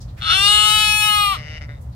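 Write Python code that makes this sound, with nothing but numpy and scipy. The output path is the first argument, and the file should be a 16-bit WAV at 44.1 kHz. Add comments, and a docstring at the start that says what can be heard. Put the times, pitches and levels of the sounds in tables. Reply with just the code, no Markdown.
"""A lamb gives one long bleat in an open paddock while it lowers its head.
Its vocal folds are a pulse source, its throat and mouth a filter: the call starts as a creak, rasps up
into a bright tone, clears, sags and ends in a quiet, closed-mouth creak. The ground reflection
interferes with the direct sound, and its delay shortens as the head sinks. A breathy puff of air leads
into the call, with soft rustles before and after; faint scatter, low rumble and air lie under it all."""
import sys
import numpy as np
from scipy import signal
from scipy.fft import rfft, irfft, next_fast_len
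from scipy.io import wavfile
from scipy.ndimage import uniform_filter1d, minimum_filter1d, map_coordinates

SR = 44100
rng = np.random.default_rng(int(sys.argv[2]) if len(sys.argv) > 2 else 0)


def inscribe(sig):
    """Save sig as 16-bit PCM at rate SR to the path in sys.argv[1].

    A 1-D sig is mono; a 2-D sig holds one channel per row.
    Samples are clipped to [-1, 1] before scaling.
    """
    pcm = np.round(np.clip(np.atleast_2d(sig).T, -1, 1) * 32767)
    wavfile.write(sys.argv[1], SR, pcm.astype(np.int16))


N = 85995
T = np.arange(N) / SR
FFT_SIZE = next_fast_len(N + SR // 2, True)
HZ = np.maximum(np.fft.rfftfreq(FFT_SIZE, 1 / SR), 1)
CUTOFF_HZ = 15900


# Pulse rate and strength of the opening creak: t/s, f/Hz, level/dB
OPENING_CREAK = [(.205, 116, -49.5), (.221, 120, -26), (.245, 140, -28.5), (.28, 112, -56.5),
                 (.32, 320, -21), (.36, 220, -66)]
# Shelf on the highest treble: t/s, gain/dB
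TOP_TREBLE = [(.3, -3), (.5, -7), (.85, -2), (1.0, 2.5), (1.2, 9), (1.34, 19)]

def lamb():
    """Source-filter model of the voice: opening creak, bleat and closing creak."""
    folds, gain = creak(OPENING_CREAK, jitter=.03, breath=.5)
    call = gain * open_mouth(folds) + bleat()
    call = shelf(call, hz=9800, gain_db=in_time(TOP_TREBLE)[0])
    return treble_flicker(call) + closing_creak()


# Vibration rate of the folds: t/s, f/Hz
FOLD_PITCH = [(0.29, 321.9), (0.318, 340.4), (0.33, 368), (0.334, 377), (0.354, 381), (0.37, 385.4),
              (0.4, 392.8), (0.504, 415.7), (0.584, 422.1), (0.802, 427.2), (1.1, 421.8), (1.224, 411),
              (1.3, 397.4), (1.33, 383.5), (1.342, 363), (1.36, 313.6)]
# Envelope of the bleat: t/s, level/dB
BLEAT_LEVEL = [(.22, -33.5), (0.258, -22), (0.29, -17.5), (0.304, -12), (.35, -14.5), (.40, -16),
               (0.448, -12.5), (.52, -10), (.57, -12.5), (.66, -11.5), (.98, -16.5), (1.201, -14),
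               (1.331, -20), (1.367, -30), (1.39, -92)]
# Irregularity of the folds: t/s, rasp level/dB, alternation level/dB
FOLD_STRAIN = [(.28, -5, -12), (.335, -7.5, -11.5), (.375, -51, -68), (.48, -27, -22), (.62, -28, -15),
               (.85, -21, -26), (.93, -38, -39), (1.12, -31.5, -49), (1.17, -24.5, -41.5),
               (1.28, -33.5, -28), (1.35, -21, -22.5)]
# Weak sine added at the fundamental: t/s, level/dB
FUNDAMENTAL_LEVEL = [(.26, -56), (.33, -46.5), (.7, -50), (.9, -59), (1.05, -68.5), (1.34, -61.5)]

def bleat():
    """Vocal-fold oscillation: strain adds jitter, turbulent hiss and period doubling to the pulses."""
    start_s, end_s = BLEAT_LEVEL[0][0], BLEAT_LEVEL[-1][0]
    slack_s = np.maximum(np.minimum(T, end_s) - FOLD_PITCH[-1][0], 0)
    pitch = in_time(FOLD_PITCH)[0] * 2 ** (-12 * slack_s)  # slack folds fall 12 octaves a second
    rasp, unevenness = from_db(in_time(FOLD_STRAIN))
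    cycles = np.cumsum(pitch * (1 + .0023 * drift(rate_hz=25))) / SR
    alternation = unevenness * np.cos(np.pi * cycles + .3 * drift(rate_hz=20))  # at half the pitch
    jitter = .06 * rasp * drift(rate_hz=180)
    cycles = cycles + jitter + .049 * alternation
    hiss = rms_one(rng.standard_normal(N) * (1 + np.cos(2 * np.pi * cycles)) ** 2)
    source = pulse_train(cycles, pitch) * (1 + .69 * alternation) + .32 * rasp * hiss
    voice = open_mouth(source) * from_db(in_time(BLEAT_LEVEL)[0])
    fundamental = from_db(in_time(FUNDAMENTAL_LEVEL)[0]) * np.sqrt(2) * np.sin(2 * np.pi * cycles)
    return (voice + fundamental) * ((T > start_s) & (T < end_s))


def creak(curve, jitter, breath):
    """Pulse register: slack folds slap slowly, each time with a puff of air. Returns source and gain."""
    rate, level_db = in_time(curve)
    start_s, end_s = curve[0][0], curve[-1][0]
    cycles = np.cumsum(rate * (1 + jitter * drift(rate_hz=49)) * (T > start_s)) / SR
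    cycles += rate * np.minimum(T - start_s, 0)  # the phase reaches zero at the onset
    puffs = rms_one(rng.standard_normal(N) * np.exp(-5 * (cycles % 1)))
    gain = from_db(level_db) * ((T > start_s) & (T < end_s))
    return pulse_train(cycles, rate) + breath * puffs, gain


# Response of the open throat at scale 1: f/Hz, gain/dB
THROAT_RESPONSE = [(200, -31), (420, -40.5), (620, -27), (850, -4.5), (1020, -13), (1270, 9), (1480, 4.5),
                   (1700, -2), (1900, -9), (2130, -10), (2550, -5.5), (3000, -2), (3400, -5.5), (3850, -2),
                   (4250, -3), (4750, -13), (5550, -8), (6500, -20), (7300, -11), (7900, -18), (8500, -5),
                   (9200, -15), (10100, -9), (11200, -22), (12700, -22.5), (14400, -15), (16000, -28.5)]
# Its resonances sink as the mouth closes: t/s, frequency ratio
FORMANT_SCALE = [(.27, 1), (.4, 0.97), (1.12, 1.0), (1.22, 0.95), (1.3, 0.943), (1.36, 0.92)]

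def throat(source):
    """Time-frequency scaling: filtering on a stretched time axis slides all formants together."""
    samples = np.arange(N)
    stretched = np.cumsum(in_time(FORMANT_SCALE)[0])
    warped = map_coordinates(source, [np.interp(samples, stretched, samples)], order=5)
    return map_coordinates(coloured(warped, THROAT_RESPONSE), [stretched], order=5)


# Mouth resonance and treble shelf: t/s, f/Hz, resonance gain/dB, treble gain/dB
MOUTH_FORMANT = [(.3, 3380, 13.5, -11.5), (.38, 3110, 16.5, 1.5), (.48, 3094, 19, 7.5),
                 (.68, 3030, 13, 5.5), (.85, 2740, 17.5, 5.5), (.98, 2530, 17, 7), (1.15, 2760, 10, -4),
                 (1.26, 2726, 10.5, -10), (1.35, 2620, 3, -23)]
# Narrow peak or notch, deepest as the mouth closes: t/s, f/Hz, gain/dB
NASAL_BAND = [(.3, 1760, 5), (.55, 1820, 7), (.8, 1880, -6), (1.1, 1850, -3.5), (1.2, 1740, 10),
              (1.28, 1590, -19), (1.35, 1630, -2)]

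def open_mouth(source):
    """Formant filtering by throat and moving mouth, carried to the microphones at constant power."""
    formant_hz, formant_db, treble_db = in_time(MOUTH_FORMANT)
    nasal_hz, nasal_db = in_time(NASAL_BAND)
    voice = resonance(throat(source), nasal_hz, nasal_db, width_hz=110)
    voice = resonance(voice, formant_hz, formant_db, width_hz=564)
    voice = shelf(voice, hz=5420, gain_db=treble_db)
    return constant_power(at_microphones(ground_reflection(voice)))


# Pulse rate and strength of the closing creak: t/s, f/Hz, level/dB
CLOSING_CREAK = [(1.37, 153, -36), (1.424, 148, -40), (1.5, 154, -38), (1.585, 154, -37), (1.594, 196, -60),
                 (1.607, 140, -60), (1.613, 151, -36), (1.658, 148, -46.5), (1.666, 147, -55),
                 (1.68, 147, -63.5), (1.69, 146, -38.5), (1.74, 143, -50.5), (1.79, 129, -61)]
# Response of the nearly closed mouth: f/Hz, gain/dB
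CLOSED_RESPONSE = [(150, -11), (400, -4.5), (610, 1.5), (850, -11.5), (1100, -14), (1400, 0), (1700, -1),
                   (2060, 7.5), (2500, -13.5), (2930, -9), (3250, -25), (3700, -14.5), (4250, -24.5),
                   (5100, -8.5), (5600, -20.5), (6300, -18), (7000, -37), (8600, -35), (10500, -58),
                   (16000, -42)]
# Its changing colour: t/s, treble gain/dB, ring f/Hz, ring gain/dB
CLOSED_COLOUR = [(1.38, 5.5, 2894, 9), (1.58, 8.5, 2920, 11), (1.65, 6, 3000, 1), (1.69, -12, 3700, 19),
                 (1.78, 1.5, 3650, 20)]

def closing_creak():
    """Low-pass filtering: the nearly closed mouth muffles slow pulses, and an upper resonance rings."""
    folds, gain = creak(CLOSING_CREAK, jitter=.012, breath=.4)
    treble_db, ring_hz, ring_db = in_time(CLOSED_COLOUR)
    voice = shelf(coloured(folds, CLOSED_RESPONSE), hz=2310, gain_db=treble_db)
    voice = resonance(voice, ring_hz, ring_db, width_hz=280)
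    return gain * constant_power(at_microphones(voice))


def treble_flicker(x, spread_db=2.8):
    """Random amplitude modulation: the treble flickers slowly, differently in each band and channel."""
    centres, spacing = np.linspace(4600, CUTOFF_HZ, 16, retstep=True)
    out = x
    for hz in centres:
        band = filtered(x, np.maximum(1 - abs(HZ - hz) / spacing, 0))
        flicker_db = spread_db * np.array([drift(rate_hz=5), drift(rate_hz=5)])
        out = out + band * (from_db(flicker_db) - 1)
    return out


# Extra travel time of the reflected path: t/s, delay/ms
GROUND_DELAY = [(.35, 1.425), (.44, 1.395), (.54, 1.39), (.64, 1.41), (.72, 1.304), (.83, 1.24),
                (.97, 1.205), (1.08, 1.036), (1.18, 0.88), (1.3, 0.95)]

def ground_reflection(x, reflected_gain=.59):
    """Two-path interference: the direct sound plus its bounce off the ground form a moving comb filter."""
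    delay_ms, = in_time(GROUND_DELAY)
    reflected = map_coordinates(x, [np.arange(N) - delay_ms * SR / 1000], order=3)
    return x + reflected_gain * reflected


# Left microphone relative to right: f/Hz, level/dB, phase lead/rad
STEREO_DIFFERENCE = [(400, -5, 1), (850, 6, 0.92), (1280, 5.5, 1.52), (1640, 2.5, 2.17), (2110, 9.5, 1),
                     (2360, 13, -0.5), (3036, 8, 1.5), (3308, 5, 2.5), (3720, 11, -1.3), (4600, -4.5, -0.5),
                     (5240, -2, -3.5), (5090, -45.5, 2.5), (6540, 8.5, 1.5), (6760, 9.5, 3),
                     (8300, 12, 0.5), (10770, 4, 1.5), (12000, -4, 2.07), (16000, 0.5, 1.1)]

def at_microphones(x):
    """Interchannel level and phase differences: each microphone hears the lamb in its own colour."""
    balance_db, lead = in_hz(STEREO_DIFFERENCE)
    tilt = from_db(balance_db / 2)
    rms_gain = np.sqrt((tilt ** 2 + tilt ** -2) / 2)
    return filtered(x, np.array([tilt, np.exp(-1j * lead) / tilt]) / rms_gain)


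def scatter(x, t60_s=.17, level_db=-8):
    """Diffuse reflection from fence and ground: a short decaying tail, different at each microphone."""
    tail = rng.standard_normal((2, N)) * from_db(-60 * T / t60_s) * (T > .006)
    response = rfft(rms_one(tail) / np.sqrt(N), FFT_SIZE)
    return from_db(level_db) * filtered(x.mean(axis=0), response)


# Noise bursts: onset t/s, decay time/s, level before the envelope/dB, centre f/Hz, half-width/octaves
RUSTLES_AND_PUFF = [(.003, 0.02, -37.5, 5100, 0.42), (0.074, 0.029, -48.5, 3750, 0.38),
                    (.165, 0.11, -43.5, 1760, 0.86), (1.804, 0.026, -50, 9100, 0.887),
                    (1.915, .04, -55, 4210, 0.29)]

def rustles_and_puff(attack_s=.02):
    """Decaying band-limited noise: soft rustles, and a breathy puff of air just before the bleat."""
    out = np.zeros((2, N))
    for onset_s, decay_s, level_db, hz, octaves in RUSTLES_AND_PUFF:
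        age = np.maximum(T - onset_s, 0)
        band = 1 / (1 + (np.log2(HZ / hz) / octaves) ** 2)
        noise = rms_one(filtered(rng.standard_normal((2, N)), band))
        out += from_db(level_db) * noise * np.minimum(age / attack_s, 1) * np.exp(-age / decay_s)
    return out


# Spectrum of the low rumble: f/Hz, relative level/dB
RUMBLE_SPECTRUM = [(12, -38), (20, -23.5), (65, 1), (97, -6), (123, -1.5), (137, -10), (151, -9.5),
                   (182, -16.5), (308, -28.5), (343, -32.5), (461, -39.5), (500, -39.5), (650, -71),
                   (1100, -120)]
# Spectrum of the faint air: f/Hz, relative level/dB
AIR_SPECTRUM = [(240, -50), (400, -11.5), (570, -2), (892, -8.5), (1070, -9.5), (1630, -19), (1870, -18.5),
                (2280, -24.5), (16000, -35)]

def background(spectrum, level_db, side_db):
    """Partial coherence: steady outdoor noise, one part in phase at both microphones, one in antiphase."""
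    mid, side = filtered(rng.standard_normal((2, N)), from_db(in_hz(spectrum)[0]))
    return from_db(level_db) * rms_one(mid + from_db(side_db) * side * np.array([[1], [-1]]))


def pulse_train(cycles, pitch):
    """Fourier synthesis: equal harmonics below the Nyquist limit sum to one sharp pulse a cycle."""
    harmonics = np.floor(.42 * SR / pitch.max())
    half_phase = np.pi * (cycles % 1) + 1e-9
    return rms_one(1 - np.sin((2 * harmonics + 1) * half_phase) / np.sin(half_phase))


def resonance(x, hz, gain_db, width_hz, block=128):
    """A gliding two-pole resonator raises or lowers the band around its centre."""
    band, state = np.zeros(N), np.zeros(2)
    radius = np.exp(-np.pi * width_hz / SR)
    b = np.array([1, 0, -1]) * (1 - radius ** 2) / 2
    for i in range(0, N, block):
        a = [1, -2 * radius * np.cos(2 * np.pi * hz[i] / SR), radius ** 2]
        band[i:i + block], state = signal.lfilter(b, a, x[i:i + block], zi=state)
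    return x + (from_db(gain_db) - 1) * band


def shelf(x, hz, gain_db):
    """Shelving filter: raises or lowers everything above a frequency."""
    return x + (from_db(gain_db) - 1) * filtered(x, 1 / (1 + (hz / HZ) ** 8))


def coloured(x, spectrum):
    """Minimum-phase filter: folding the cepstrum makes the given response causal."""
    cepstrum = irfft(np.log(from_db(in_hz(spectrum)[0])), FFT_SIZE)
    cepstrum[1:FFT_SIZE // 2] *= 2
    cepstrum[FFT_SIZE // 2 + 1:] = 0
    return filtered(x, np.exp(rfft(cepstrum)))


def filtered(x, response):
    """Convolution as a product of spectra."""
    return irfft(rfft(x, FFT_SIZE) * response, FFT_SIZE)[..., :N]


def drift(rate_hz):
    """Random fluctuation: low-pass noise of unit power."""
    return rms_one(filtered(rng.standard_normal(N), 1 / (1 + (HZ / rate_hz) ** 2)))


def constant_power(x, window=900):
    """Automatic gain control: holds the short-term power at one."""
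    power = uniform_filter1d(uniform_filter1d(np.mean(x ** 2, axis=0), window), window)
    return x / np.sqrt(np.maximum(power, 1e-12))


def rms_one(x):
    """Normalisation to unit power."""
    return x / np.sqrt(np.mean(x ** 2) + 1e-20)


def from_db(db):
    """Level to amplitude ratio."""
    return 10 ** (np.asarray(db) / 20)


def in_time(rows):
    """Linear interpolation of each column over time."""
    times, *columns = np.transpose(rows)
    return [np.interp(T, times, column) for column in columns]


def in_hz(rows):
    """Linear interpolation of each column over log frequency."""
    hz, *columns = np.transpose(rows)
    return [np.interp(np.log(HZ), np.log(hz), column) for column in columns]


def scene():
    """Superposition of the lamb, its scatter, the rustles and puff, rumble and air."""
    voice = lamb()
    foreground = voice + scatter(voice) + rustles_and_puff()
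    rumble = background(RUMBLE_SPECTRUM, level_db=-33.5, side_db=-21)
    air = background(AIR_SPECTRUM, level_db=-52.5, side_db=.5)
    return foreground + rumble + air


def record(dry, ceiling=.98):
    """Peak limiting by a fast, smoothed gain, then a steep low-pass filter."""
    gain = np.minimum(1, ceiling / (abs(dry).max(axis=0) + 1e-9))
    limited = dry * uniform_filter1d(minimum_filter1d(gain, size=129), size=129)
    return filtered(limited, 1 / (1 + (HZ / CUTOFF_HZ) ** 300))


dry = scene()
out = record(dry)
inscribe(out)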